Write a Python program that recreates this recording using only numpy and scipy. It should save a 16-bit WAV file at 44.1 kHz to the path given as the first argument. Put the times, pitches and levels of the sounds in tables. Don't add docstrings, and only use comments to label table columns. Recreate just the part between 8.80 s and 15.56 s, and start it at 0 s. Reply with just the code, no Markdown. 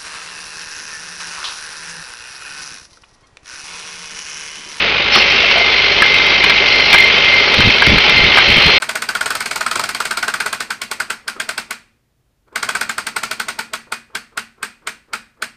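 import sys
import numpy as np
from scipy import signal
from scipy.fft import rfft, irfft, next_fast_len
from scipy.io import wavfile
from scipy.ndimage import uniform_filter1d

SR = 44100
rng = np.random.default_rng(int(sys.argv[2]) if len(sys.argv) > 2 else 0)


def unload_wav(signal):
    wavfile.write(
        sys.argv[1],
        SR,
        np.round(np.clip(np.atleast_2d(signal).T, -1, 1) * 32767).astype(np.int16),
    )


N = 298204
LEAD_S = 0.08
T = np.arange(SR // 2) / SR - LEAD_S

DROPS = [(0.0231, 0.5, 1485), (0.093, 0.5, 1500), (0.156, 2.5, 1434), (0.2226, -2, 1456),
         (0.2903, 4.5, 1470), (0.3521, 3.5, 1403), (0.411, 1.5, 1447), (0.4608, 1, 1414),
         (0.506, 2.5, 1450), (0.5534, -2.5, 1480), (0.6064, 0, 1456), (0.6598, -8.5, 1540),
         (0.7127, -5.5, 1440), (0.76, -6.5, 1380), (0.8097, 2.5, 1440), (0.8645, 3.5, 1360),
         (0.9139, 2, 1360), (0.9577, -2.5, 1386), (0.9957, -2.0, 1280), (1.0396, -2.5, 1457),
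         (1.0917, -1.5, 1390), (1.149, -5, 1480), (1.2042, 2.5, 1334), (1.2544, -6, 1496),
         (1.3111, 4, 1510), (1.3737, 0.5, 1364), (1.429, 3.0, 1445), (1.4819, 3.5, 1505), (1.5407, 3, 1436),
         (1.604, 4, 1543), (1.6622, -0.5, 1426), (1.7297, 0, 1566), (1.806, -2, 1470), (1.906, 3, 1440),
         (2.0184, -6.0, 1405), (2.115, -3.5, 1400), (2.203, 3.0, 1483), (2.3041, 3, 1493),
         (2.4806, -0.5, 1530), (2.6014, -0.5, 1560), (2.6917, -0.5, 1500), (2.78, -1, 1466),
         (2.9097, -1, 1470), (3.7597, 1.5, 1460), (3.8298, 2, 1474), (3.891, 1.5, 1470),
         (3.9528, 2.5, 1470), (4.0125, 2, 1477), (4.0954, 0.0, 1535), (4.1822, 2, 1382), (4.2693, -2, 1535),
         (4.365, 0.5, 1434), (4.435, -3.5, 1330), (4.5135, -3, 1450), (4.6, 0, 1462), (4.6862, -3, 1410),
         (4.7912, -0.5, 1430), (4.9365, 0.0, 1410), (5.1232, 2.5, 1377), (5.353, 1.5, 1510),
         (5.576, 2.5, 1403), (5.8303, 2, 1525), (6.0731, 2, 1446), (6.3352, 4.5, 1376), (6.624, 3.5, 1484)]
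CLICK_EQ = [(400, -15), (900, -15), (1400, -16.5), (2600, -16), (5000, -17), (12000, -17.5)]
SPEED_EQ = [(600, 3), (1000, 3), (1500, 2.1), (2800, 0.56), (5000, 2.03), (10000, 0.97)]
PUSH_SHARE = [(150, 0.66), (400, 0.97), (950, 0.94), (1350, 0.27)]
RING_SHARE = [(500, .2), (1000, 0.3), (1280, .9), (1650, 0.87), (2000, .15), (3000, 0.03)]
def ratchet(easy_teeth_per_s=10, push_db_per_rate=0.47):
    earlier = (2 * DROPS[0][0] - DROPS[1][0], *DROPS[0][1:])
    times, ring_db, ring_hz = np.transpose([earlier, *DROPS])
    count = len(times)
    rate = tooth_rate(times)[:, None]
    speed = np.log2(rate / easy_teeth_per_s)
    push_db = push_db_per_rate * (rate - uniform_filter1d(rate, size=7, axis=0))
    strike = pawl_strike(count)
    ring = later(amp(-7) * pawl_ring(ring_hz) + amp(-12) * frame_ring(count), 0.002)
    overtones = amp(-16.5) * shimmer(count)
    wall_echo = amp(-11.5) * later(strike, 0.019)
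    clicks = strike + ring + overtones + wall_echo + amp(-9.5) * room(count)
    effort_db = lambda hz: speed * along(SPEED_EQ, hz) + push_db * along(PUSH_SHARE, hz)
    landing_db = lambda hz: ring_db[:, None] * along(RING_SHARE, hz)
    clicks = filtered(clicks, lambda hz: amp(along(CLICK_EQ, hz) + effort_db(hz) + landing_db(hz)))
    return place(times, clicks + board_hum(speed) + flank_rub(speed))


def pawl_strike(count):
    rattle = snap(count, rise_s=0.015, fall_s=0.047, spiky_db=2.5, scatter_db=2.5)
    rattle = coloured(rattle, [(5500, 0.5), (8000, -17.5)])
    crack = snap(count, rise_s=0.008, fall_s=0.014, spiky_db=2, scatter_db=4)
    crack = blow(coloured(crack, [(2000, -21), (5500, -3), (7500, -0.5)]))
    return amp(-8) * rattle + amp(-11) * crack


STEEL_SPECTRUM = [(60, -41.5), (300, -34.5), (800, -10), (2400, -12), (4000, -4), (5900, -16), (9000, -9),
                  (10700, -20), (15300, -22)]
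WHEEL_PEAKS = [(430, 41, -4), (648.5, 47, 3), (900, 91, 3.5), (1070, 30, 6), (1440, 290, 6.5),
               (2165, 310, 6.5), (2490, 330, 1.5), (3240, 380, 0), (4480, 1200, -2.5), (6990, 870, -9.5),
               (8320, 600, -7), (12340, 790, -18)]
def snap(count, rise_s, fall_s, spiky_db, scatter_db):
    shape = (count, len(T))
    impacts = rng.standard_normal(shape) * amp(spiky_db * rng.standard_normal(shape))
    favour_db = scatter_db * rng.standard_normal((count, len(WHEEL_PEAKS), 1))

    def wheel(hz):
        power = amp(along(STEEL_SPECTRUM, hz)) ** 2
        for k, (centre, width, db) in enumerate(WHEEL_PEAKS):
            peak = 1 / (1 + 2 * ((hz - centre) / width) ** 2)
            power = power + (amp(db + favour_db[:, k]) * peak) ** 2
        return np.sqrt(power)

    burst = impacts * swell(rise_s, fall_s)
    short = int(2 * LEAD_S * SR)
    sound = filtered(burst[:, :short], wheel)
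    return blow(np.pad(sound, ((0, 0), (0, len(T) - short))))


PAWL_MODES = [(.78, -13, .05), (.93, -8, .036), (1.025, 0, .042), (5.85, -15, .05)]
def pawl_ring(ring_hz):
    tunings = [[(hz * ratio, db, t60) for ratio, db, t60 in PAWL_MODES] for hz in ring_hz]
    return np.vstack([modes(tuning, 1, rise_s=0.0037, scatter_db=2) for tuning in tunings])


FRAME_MODES = [(644, -9, .13), (711, -8, .14), (877, -8, .13), (915, -10, .13), (1080, -7, .13),
               (1139, -6, .13), (1286, 0, .17), (1345, -2, .16), (1412, 2, .23), (1485, -2, .28),
               (1560, 1, .17), (1674, -4, .16), (1807, -5, .16), (1943, -10, .3), (2008, -6, .18),
               (2150, -8, .16), (2313, -6, .24), (2374, -8, .29), (2476, -7, .33), (2551, -4, .19),
               (2754, -8, .23), (2993, -9, .17), (3400, -12, .19), (4205, -9, .18), (4414, -9, .26),
               (4866, -11, .23), (4995, -10, .23), (8387, -8, .22), (8480, -11, .22), (8950, -12, .17),
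               (9300, -14, .2)]
def frame_ring(count):
    return modes(FRAME_MODES, count, rise_s=0.013, scatter_db=4)


def shimmer(count, max_t60_s=0.25):
    hz = rng.uniform(2200, 13000, size=90)
    t60 = np.minimum(max_t60_s, along(ROOM_DECAY, hz))
    overtones = np.transpose([hz, along(ROOM_SPECTRUM, hz), t60])
    return modes(overtones, count, rise_s=0.006, scatter_db=4)


BOARD_MODES = [(133, -7, 0.25), (202.6, -2.5, 0.31), (227.5, 1, 0.49), (246.3, -7, 0.38), (290, -13, .35),
               (401.5, 6, 0.08), (457.8, 3.5, 0.12)]
def board_hum(speed, full_draw_db=7):
    draw = np.linspace(0, 1, len(speed))[:, None]
    hum = later(modes(BOARD_MODES, len(speed), rise_s=0.02, scatter_db=2), 0.003)
    return amp(-42.5 + full_draw_db * draw ** 3 + 1.4 * speed) * hum


RUB_SPECTRUM = [(40, -6), (200, -8.5), (420, 5), (700, -6), (1300, 1), (2500, -21.5), (6000, -39),
                (15000, -53)]
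def flank_rub(speed):
    friction = noise(RUB_SPECTRUM, (len(speed), len(T)))
    fade_in = np.clip(1 + T / LEAD_S, 0, 1)
    return amp(-43.5 + speed) * blow(friction * swell(rise_s=0.2, fall_s=0.062) * fade_in)


CRANK_KNOCKS = [(0.962, -26, -49), (1.003, -32, -50), (2.566, -35, -51.5), (3.68, -54, -68),
                (3.728, -45, -60)]
def crank_play(slow_teeth_per_s=6, ahead_s=0.049, db_per_doubling=16.5):
    drops = np.transpose(DROPS)[0]
    take_ups = [(t - ahead_s, -45.5 + db_per_doubling * np.log2(rate / slow_teeth_per_s), -71)
                for t, rate in zip(drops, tooth_rate(drops)) if rate < slow_teeth_per_s]
    times, thud_db, tick_db = np.transpose([*CRANK_KNOCKS, *take_ups])
    count = len(times)
    thud = blow(noise(RUB_SPECTRUM, (count, len(T))) * swell(rise_s=0.039, fall_s=0.11))
    wood = amp(-9.5) * modes(BOARD_MODES, count, rise_s=0.022, scatter_db=0)
    tick = snap(count, rise_s=0.006, fall_s=0.05, spiky_db=2, scatter_db=2)
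    return place(times, amp(thud_db[:, None]) * (thud + wood) + amp(tick_db[:, None]) * tick)


ROOM_SPECTRUM = [(40, -17.5), (150, -12), (420, -8.5), (550, -7.5), (800, -2.5), (1500, 4), (1850, 4),
                 (2300, 1.5), (3400, -6), (4700, -2), (5800, -7.5), (7600, -9), (8500, -5), (10700, -15.5),
                 (15300, -18)]
ROOM_DECAY = [(150, 0.9), (400, .32), (1000, 0.26), (2400, 0.3), (5000, 0.25), (8500, 0.23), (14000, 0.18)]
def room(count, build_s=0.003, early_db=-1.5, early_t60_s=0.17, late_db=-12):
    shared = filtered(noise(ROOM_SPECTRUM, (1, len(T))),
                      lambda hz: along([(1200, 0.3), (3500, 1.05)], hz))
    fresh = filtered(noise(ROOM_SPECTRUM, (count, len(T))),
                     lambda hz: along([(1200, 1.2), (3500, 0.7)], hz))
    hz, t, spectra = signal.stft(shared + fresh, SR, nperseg=256)
    fall_db = -60 * np.maximum(t - LEAD_S, 0) / along(ROOM_DECAY, hz)[:, None]
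    decay = np.hypot(amp(fall_db), amp(late_db + fall_db / 2))
    tail = signal.istft(spectra * decay, SR, nperseg=256)[1][:, :len(T)]
    age_s = np.maximum(T, 0)
    onset = 1 - np.exp(-age_s / build_s)
    early_boost = 1 + amp(early_db - 60 * age_s / early_t60_s)
    return blow(tail * onset * early_boost)


AIR_SPECTRUM = [(15, -30), (30, -17), (43, -9), (64, -13), (90, -18), (128, -11.5), (160, -23), (330, -25),
                (770, -32.5), (3000, -39.5), (15000, -46.5)]
def ventilation():
    return amp(-63.5) * unit(noise(AIR_SPECTRUM, N))


def tooth_rate(times):
    gaps = np.diff(times)
    return 1 / np.minimum(np.r_[gaps[0], gaps], np.r_[gaps, gaps[-1]])


def modes(table, count, rise_s, scatter_db):
    hz, db, t60 = np.transpose(table)[..., None]
    gain = amp(db.T + scatter_db * rng.standard_normal((count, len(hz))))
    phase = rng.uniform(0, 2 * np.pi, gain.shape)
    angle = 2 * np.pi * hz * T
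    envelope = swell(rise_s, t60)
    sines = (gain * np.cos(phase)) @ (envelope * np.sin(angle))
    cosines = (gain * np.sin(phase)) @ (envelope * np.cos(angle))
    return blow(sines + cosines)


def swell(rise_s, fall_s):
    return amp(60 * np.minimum(T / rise_s, -T / fall_s))


def place(times, sounds):
    track = np.zeros(N + 2 * SR)
    for t, sound in zip(times, sounds):
        start = SR + round((t - LEAD_S) * SR)
        track[start:start + len(T)] += sound
    return track[SR:SR + N]


def amp(db):
    return 10 ** (np.asarray(db) / 20)


def unit(x):
    return x / np.sqrt(np.mean(x ** 2) + 1e-20)


def blow(x):
    return x * np.sqrt(SR / 50 / (np.sum(x ** 2, -1, keepdims=True) + 1e-20))


def along(points, hz):
    freqs, values = np.transpose(points)
    return np.interp(np.log(hz + 1), np.log(freqs + 1), values)


def filtered(x, response):
    n = x.shape[-1]
    padded = next_fast_len(n + 2048)
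    hz = np.fft.rfftfreq(padded, 1 / SR)
    return irfft(rfft(x, padded) * response(hz), padded)[..., :n]


def coloured(x, spectrum):
    return filtered(x, lambda hz: amp(along(spectrum, hz)))


def noise(spectrum, shape):
    return coloured(rng.standard_normal(shape), spectrum)


def later(x, delay_s):
    return filtered(x, lambda hz: np.exp(-2j * np.pi * hz * delay_s))


def scene():
    return (ratchet() + crank_play() + ventilation())[None]


CEILING, CUTOFF_HZ = 0.85, 15280
def record(dry):
    rounded = dry / (1 + (dry / CEILING) ** 6) ** (1 / 6)
    return filtered(rounded, lambda hz: 1 / np.sqrt(1 + (hz / CUTOFF_HZ) ** 400))


dry = scene()
out = record(dry)
unload_wav(out)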